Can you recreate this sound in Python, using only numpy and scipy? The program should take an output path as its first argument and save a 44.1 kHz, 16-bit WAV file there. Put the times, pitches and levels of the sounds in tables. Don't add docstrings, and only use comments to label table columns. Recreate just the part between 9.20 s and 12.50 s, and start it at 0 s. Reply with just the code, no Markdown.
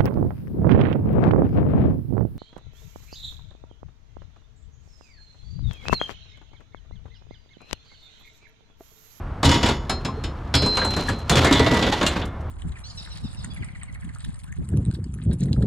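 import sys
import numpy as np
from scipy import signal
from scipy.io import wavfile

SR = 44100
rng = np.random.default_rng(int(sys.argv[2]) if len(sys.argv) > 2 else 0)


def wrap_up_sound(samples):
    columns = np.atleast_2d(samples).T
    tamed = np.clip(columns, -1, 1)
    steps = np.round(tamed * 32767).astype(np.int16)
    wavfile.write(sys.argv[1], SR, steps)


N = 145530
TIME = np.arange(N) / SR

# pitch in Hz, level in dB.
EXHAUST_TONES = [(41, -39), (76, -37)]
# frequency in Hz, relative level per Hz in dB.
RUMBLE_COLOUR = [(25, -12.5), (99, -7.5), (190, -19), (400, -26.5), (1200, -28), (2100, -42),
                 (15000, -79.5)]
# start in seconds, level in dB.
BED_THUMPS = [(0.249, -18), (.275, -13), (1.345, -15.5), (2.173, -16), (2.397, -16.5)]
# pitch in Hz, relative level in dB.
BED_NOTES = [(80, 3.5), (127, 2.5), (274, -2.5)]
# time in seconds, level in dB.
SLIDE_LEVELS = [(.24, -27.5), (.33, -22), (.4, -31.5), (.5, -27), (.6, -53), (1.32, -58), (1.45, -33),
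                (1.53, -37.5), (1.83, -35), (2.06, -51.5), (2.17, -24), (2.4, -27), (2.6, -25.5),
                (2.7, -32.5), (2.98, -34.5), (3.1, -63)]
# frequency in Hz, relative level in dB.
SLIDE_TONE = [(300, 0.5), (1000, 0.5), (3500, 1), (8000, -17)]
# start in seconds, level in dB.
EDGE_SCRAPES = [(1.551, -43), (1.706, -37), (1.808, -43), (1.837, -39), (1.873, -39), (1.987, -43),
                (2.733, -36), (2.867, -27), (3.054, -41), (3.208, -57)]
# start in seconds, pitch in Hz, level in dB.
SMALL_KNOCKS = [(.345, 284.4, -13.5), (0.887, 1050, -23.5), (.972, 450, -26), (1.616, 1610, -19),
                (1.8843, 1690, -18), (2.102, 158.2, -11), (2.252, 665, -18), (2.313, 273.3, -7.5),
                (2.399, 433, -12), (2.466, 657, -14.5), (2.518, 263.9, -14), (2.671, 504, -16.5),
                (2.686, 260, -17), (2.7253, 845, -16.5), (2.865, 2817, -16)]

# start in seconds, level in dB.
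TUBE_HITS = [(.2303, -30), (.254, -24.5), (.3141, -21.5), (.4298, -25), (.4872, -36)]
STAKE_HITS = [(.6952, -30), (.8499, -37), (1.04, -41)]
ROD_HITS = [(1.349, -18.5)]
PIPE_HITS = [(2.255, -23), (2.828, -35)]
LAST_LOAD_HITS = [(2.26, -33.5), (2.395, -29.5), (2.51, -31), (2.627, -43)]
PLATE_HITS = [(2.122, -26.5), (2.3255, -26.5), (2.36, -26), (2.627, -31.5), (2.865, -34), (3.016, -46)]
# pitch in Hz, relative level in dB.
TUBE_NOTES = [(947, 1.5), (1959, -6), (2126, -5.5), (2966, -2.5), (3386, -15), (3456, -3.5), (4630, -9),
              (5232, -8), (5700, -14), (6760, -9)]
STAKE_NOTES = [(2600, -7), (3892, -1.5), (5205, 2.5), (6830, -7)]
ROD_NOTES = [(3500, -18), (4490, -6), (5151, -3.5)]
PIPE_NOTES = [(1766, -4), (1860, -9), (2138, 0)]
LAST_LOAD_NOTES = [(495, 2.5), (635, -1), (947, 1), (1961, 5)]
PLATE_NOTES = [(2977, -4), (3354, 0.5), (3542, 3), (3978, -3.5)]
# time in seconds, level in dB.
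STAKE_LONG_NOTE = [(.696, -34.5), (.765, -39), (.812, -57.5), (1.12, -58.5)]
ROD_LONG_NOTE = [(1.35, -28.5), (1.43, -27.5), (1.48, -22.5), (1.83, -38), (2.09, -77)]

# start in seconds, then levels in dB of the body, clank, clash and sizzle.
PILE_BLOWS = [(0.2298, -19, -17, -19.5, -29.5), (0.246, -34, -48, -17, -29), (0.254, -28, -40, -18, -26),
              (0.292, -24, -22, -17.5, -30), (0.3136, -43, -31, -23, -29.5), (0.342, -21, -49, -18.5, -34),
              (0.4293, -19.5, -25, -17.5, -36), (0.4593, -30, -21, -19.5, -34),
              (0.4871, -24.5, -21, -21, -32.5), (0.6955, -25.5, -22.5, -24.5, -30),
              (0.8487, -26, -29, -26, -40.5), (1.038, -33, -36, -28, -42), (1.34, -25, -19.5, -11, -31.5),
              (1.351, -24, -43, -17, -24.5), (1.421, -20.5, -32.5, -23.5, -36.5),
              (1.4596, -33, -27, -36, -33.5), (1.57, -29.5, -17.5, -23, -32),
              (1.616, -33.5, -22.5, -26.5, -49), (1.6475, -26.5, -21.5, -37, -32),
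              (1.765, -25, -23.5, -31.5, -34.5), (1.888, -23, -23, -27, -32.5),
              (2.0952, -28, -15.5, -15, -21.5), (2.114, -20.5, -18.5, -26, -29.5),
              (2.155, -20, -19, -17.5, -28), (2.168, -62, -19.5, -16.5, -30),
              (2.2459, -19.5, -14.5, -18.5, -26), (2.31, -16.5, -19, -24, -36),
              (2.3254, -32, -30, -13.5, -25), (2.393, -19, -17.5, -16, -32),
              (2.4622, -23.5, -21, -18.5, -44), (2.514, -22, -22.5, -26, -40),
              (2.5433, -42, -20, -24.5, -37), (2.624, -21.5, -22.5, -17, -38),
              (2.6691, -30, -23.5, -24, -53), (2.7232, -31, -22.5, -16.5, -36.5),
              (2.812, -23, -17.5, -21.5, -44), (2.828, -22.5, -23.5, -24, -35),
              (2.864, -54, -25.5, -16, -25.5), (2.9602, -26, -24.5, -30.5, -65),
              (3.0168, -27, -29.5, -28, -62)]
BLOW_RANGES_HZ = [320, 1100, 3500, 8500]
# frequency in Hz, relative level in dB.
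CRUNCH_COLOUR = [(60, -3), (140, -2.5), (280, -3), (430, -8), (1100, -3.5), (2200, -8.5), (4500, -3),
                 (7300, 0), (9000, -7.5), (12500, -6), (15000, -56)]
PILE_COLOUR = [(120, -15), (280, -5), (2200, -12), (4000, -5.5), (5600, -13), (7200, -1), (13000, -19)]
# frequency in Hz, fade time in seconds (the time to fall by 60 dB).
CRUNCH_FADE = [(150, 0.14), (1100, 0.15), (10000, 0.021)]
PILE_FADE = [(150, 0.53), (1100, 0.23), (10000, 0.11)]
# frequency in Hz, level of the sides against the middle in dB.
STEREO_WIDTH = [(250, -31), (700, -12.5), (7000, -10), (13000, -7.5)]

LEFT_VS_RIGHT = np.array([[1], [-1]])
CUTOFF_HZ = 14800


def from_db(db):
    return 10 ** (np.asarray(db) / 20)


def rms_one(x):
    return x / np.sqrt(np.mean(x ** 2) + 1e-20)


def at_hz(table, hz):
    row_hz, value = np.transpose(table)
    return np.interp(np.log(hz), np.log(row_hz), value)


def drift(rate_hz):
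    r = np.exp(-2 * np.pi * rate_hz * 20 / SR)
    slow = signal.lfilter([1], [1, -2 * r, r * r], rng.standard_normal(N // 20 + 2002))[2000:]
    return np.interp(np.arange(N) / 20, np.arange(len(slow)), rms_one(slow))


def clicks(starts, sizes):
    out = np.full(N, 1e-18)
    np.add.at(out, (np.asarray(starts) * SR).astype(int), sizes)
    return out


def ring(hits, hz, fade_s):
    r, angle = from_db(-60 / (fade_s * SR)), 2 * np.pi * hz / SR
    return signal.lfilter([0, np.sin(angle)], [1, -2 * r * np.cos(angle), r * r], hits)


def fading_level(starts, db, fade_s, rise_s):
    energy = clicks(starts, from_db(db) ** 2)
    fall, rise = 10 ** (-6 / (fade_s * SR)), np.exp(-1 / (rise_s * SR))
    return np.sqrt(signal.lfilter([1 - rise], [1, -rise - fall, rise * fall], energy))


def damped(fade_s, hz, twice_as_fast_hz=4500):
    return fade_s / (1 + hz / twice_as_fast_hz)


def placed(hz):
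    side = from_db(at_hz(STEREO_WIDTH, hz)) * rng.standard_normal()
    return 1 + side * LEFT_VS_RIGHT


def noise_bands(low_hz, count):
    white = rng.standard_normal((2, 2, N + 8000))
    for k in range(count):
        hz = low_hz * 2 ** (k / 3)
        band = signal.butter(3, [hz / 1.1225, hz * 1.1225], "band", fs=SR, output="sos")
        mid, side = signal.sosfilt(band, white[k % 2])[:, -N:]
        yield hz, rms_one(mid) + from_db(at_hz(STEREO_WIDTH, hz)) * rms_one(side) * LEFT_VS_RIGHT


def idling_engine(waver_db=2.5, waver_rad=0.8, rumble_db=-32):
    hum = rumble = 0
    for hz, db in EXHAUST_TONES:
        level = from_db(db + waver_db * drift(5.9))
        hum += level * np.sqrt(2) * np.sin(2 * np.pi * hz * TIME + waver_rad * drift(9.3))
    for hz, noise in noise_bands(25, count=29):
        rumble += noise * from_db(at_hz(RUMBLE_COLOUR, hz)) * np.sqrt(hz)
    return hum + from_db(rumble_db) * rms_one(rumble)


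def bed_boom(fade_s=0.24, lowest_hz=44.2):
    starts, db = np.transpose(BED_THUMPS)
    boom = 0
    for hz, note_db in BED_NOTES:
        hits = clicks(starts + rng.uniform(0, 0.0043, len(starts)), from_db(db))
        boom += from_db(note_db) * ring(hits, hz, fade_s)
    return signal.sosfilt(signal.butter(2, lowest_hz, "high", fs=SR, output="sos"), boom)


def slide_db(times, hz):
    return np.interp(times, *np.transpose(SLIDE_LEVELS), left=-100, right=-100) + at_hz(SLIDE_TONE, hz)


def ringing_piece(hits, notes, fade_s, waver_rad=0.33):
    tones = 0
    for hz, db in notes:
        gain = placed(hz) * from_db(db)
        phase = 2 * np.pi * (hz * TIME + rng.random()) + waver_rad * drift(36)
        tones += gain * np.sin(phase)
    return fading_level(*np.transpose(hits), fade_s, rise_s=0.001) * tones


def small_knocks(fade_s=0.12, overtone_ratio=1.1, overtone_db=-8.5):
    out = 0
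    for start, hz, db in SMALL_KNOCKS:
        notes = [(hz, 0), (hz * overtone_ratio, overtone_db)]
        out += ringing_piece([(start, db)], notes, damped(fade_s, hz))
    return out


def held_bar(levels, hz):
    times, db = np.transpose(levels)
    level = np.interp(TIME, times, from_db(db), left=0, right=0)
    return np.sqrt(2) * level * np.sin(2 * np.pi * hz * TIME)


def blow_db(hz):
    shares = [np.interp(np.log(hz), np.log(BLOW_RANGES_HZ), row) for row in np.eye(len(BLOW_RANGES_HZ))]
    return np.array(PILE_BLOWS)[:, 1:] @ shares


def pile_crunch(chatter_db=-15.5, chatter_fade_s=0.25, flutter_db=3.5, treble_left_db=3):
    treble_rise_s, body_rise_s, scrape_low_hz = 0.00013, 0.01, 1500
    starts, out = np.array(PILE_BLOWS)[:, 0], 0
    flutter = rms_one(from_db(flutter_db * drift(79)))
    scrapes = fading_level(*np.transpose(EDGE_SCRAPES), fade_s=0.074, rise_s=treble_rise_s)
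    for hz, noise in noise_bands(62.5, count=25):
        db = blow_db(hz)
        rise_s = treble_rise_s + body_rise_s * min(BLOW_RANGES_HZ[0] / hz, 1)
        crunch = fading_level(starts, db, at_hz(CRUNCH_FADE, hz), rise_s)
        chatter = from_db(chatter_db) * fading_level(starts, db, damped(chatter_fade_s, hz), rise_s)
        sliding = from_db(slide_db(TIME, hz))
        scraping = scrapes * hz / np.hypot(hz, scrape_low_hz)
        loose = flutter * np.sqrt(chatter ** 2 + sliding ** 2 + scraping ** 2)
        level = np.hypot(crunch, loose) / np.sqrt(3)
        lean_db = treble_left_db * (hz / CUTOFF_HZ) ** 2 * LEFT_VS_RIGHT
        out += noise * level * from_db(at_hz(CRUNCH_COLOUR, hz) + lean_db)
    return out


def pile_clash(note_count=130, contacts_per_s=110, contact_db=-9, uneven_db=4.5):
    slide_start, slide_end = SLIDE_LEVELS[0][0], SLIDE_LEVELS[-1][0]
    contact_count = int(contacts_per_s * (slide_end - slide_start))
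    contacts = rng.uniform(slide_start, slide_end, 400)[:contact_count]
    starts, out = np.concatenate([np.array(PILE_BLOWS)[:, 0], contacts]), 0
    edges_hz = np.linspace(np.sqrt(150), np.sqrt(13000), note_count + 1) ** 2
    for low, high in zip(edges_hz, edges_hz[1:]):
        hz = rng.uniform(low, high)
        force, sign, delay = rng.standard_normal((500, 3))[:len(starts)].T
        db = np.concatenate([blow_db(hz), slide_db(contacts, hz) + contact_db])
        sizes = from_db(db + at_hz(PILE_COLOUR, hz) + uneven_db * force) * np.sign(sign)
        band_share = np.sqrt(2 * np.log2(high / low))
        hits = clicks(starts + 0.002 * abs(delay), sizes * band_share)
        out += placed(hz) * ring(hits, hz, at_hz(PILE_FADE, hz))
    return out


def scene():
    metal = pile_crunch() + pile_clash() + small_knocks()
    metal += held_bar(STAKE_LONG_NOTE, hz=4184) + held_bar(ROD_LONG_NOTE, hz=4097)
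    metal += ringing_piece(TUBE_HITS, TUBE_NOTES, fade_s=0.39)
    metal += ringing_piece(STAKE_HITS, STAKE_NOTES, fade_s=0.2)
    metal += ringing_piece(ROD_HITS, ROD_NOTES, fade_s=0.44)
    metal += ringing_piece(PIPE_HITS, PIPE_NOTES, fade_s=0.92)
    metal += ringing_piece(LAST_LOAD_HITS, LAST_LOAD_NOTES, fade_s=1)
    metal += ringing_piece(PLATE_HITS, PLATE_NOTES, fade_s=0.31)
    pan_db = (0.3 - 0.22 * TIME) * LEFT_VS_RIGHT
    return metal * from_db(pan_db) + bed_boom() + idling_engine()


def record(dry, ceiling=0.81):
    rounded = ceiling * np.tanh(dry / ceiling)
    return signal.sosfilt(signal.ellip(10, 0.1, 80, CUTOFF_HZ, fs=SR, output="sos"), rounded)


dry = scene()
out = record(dry)
wrap_up_sound(out)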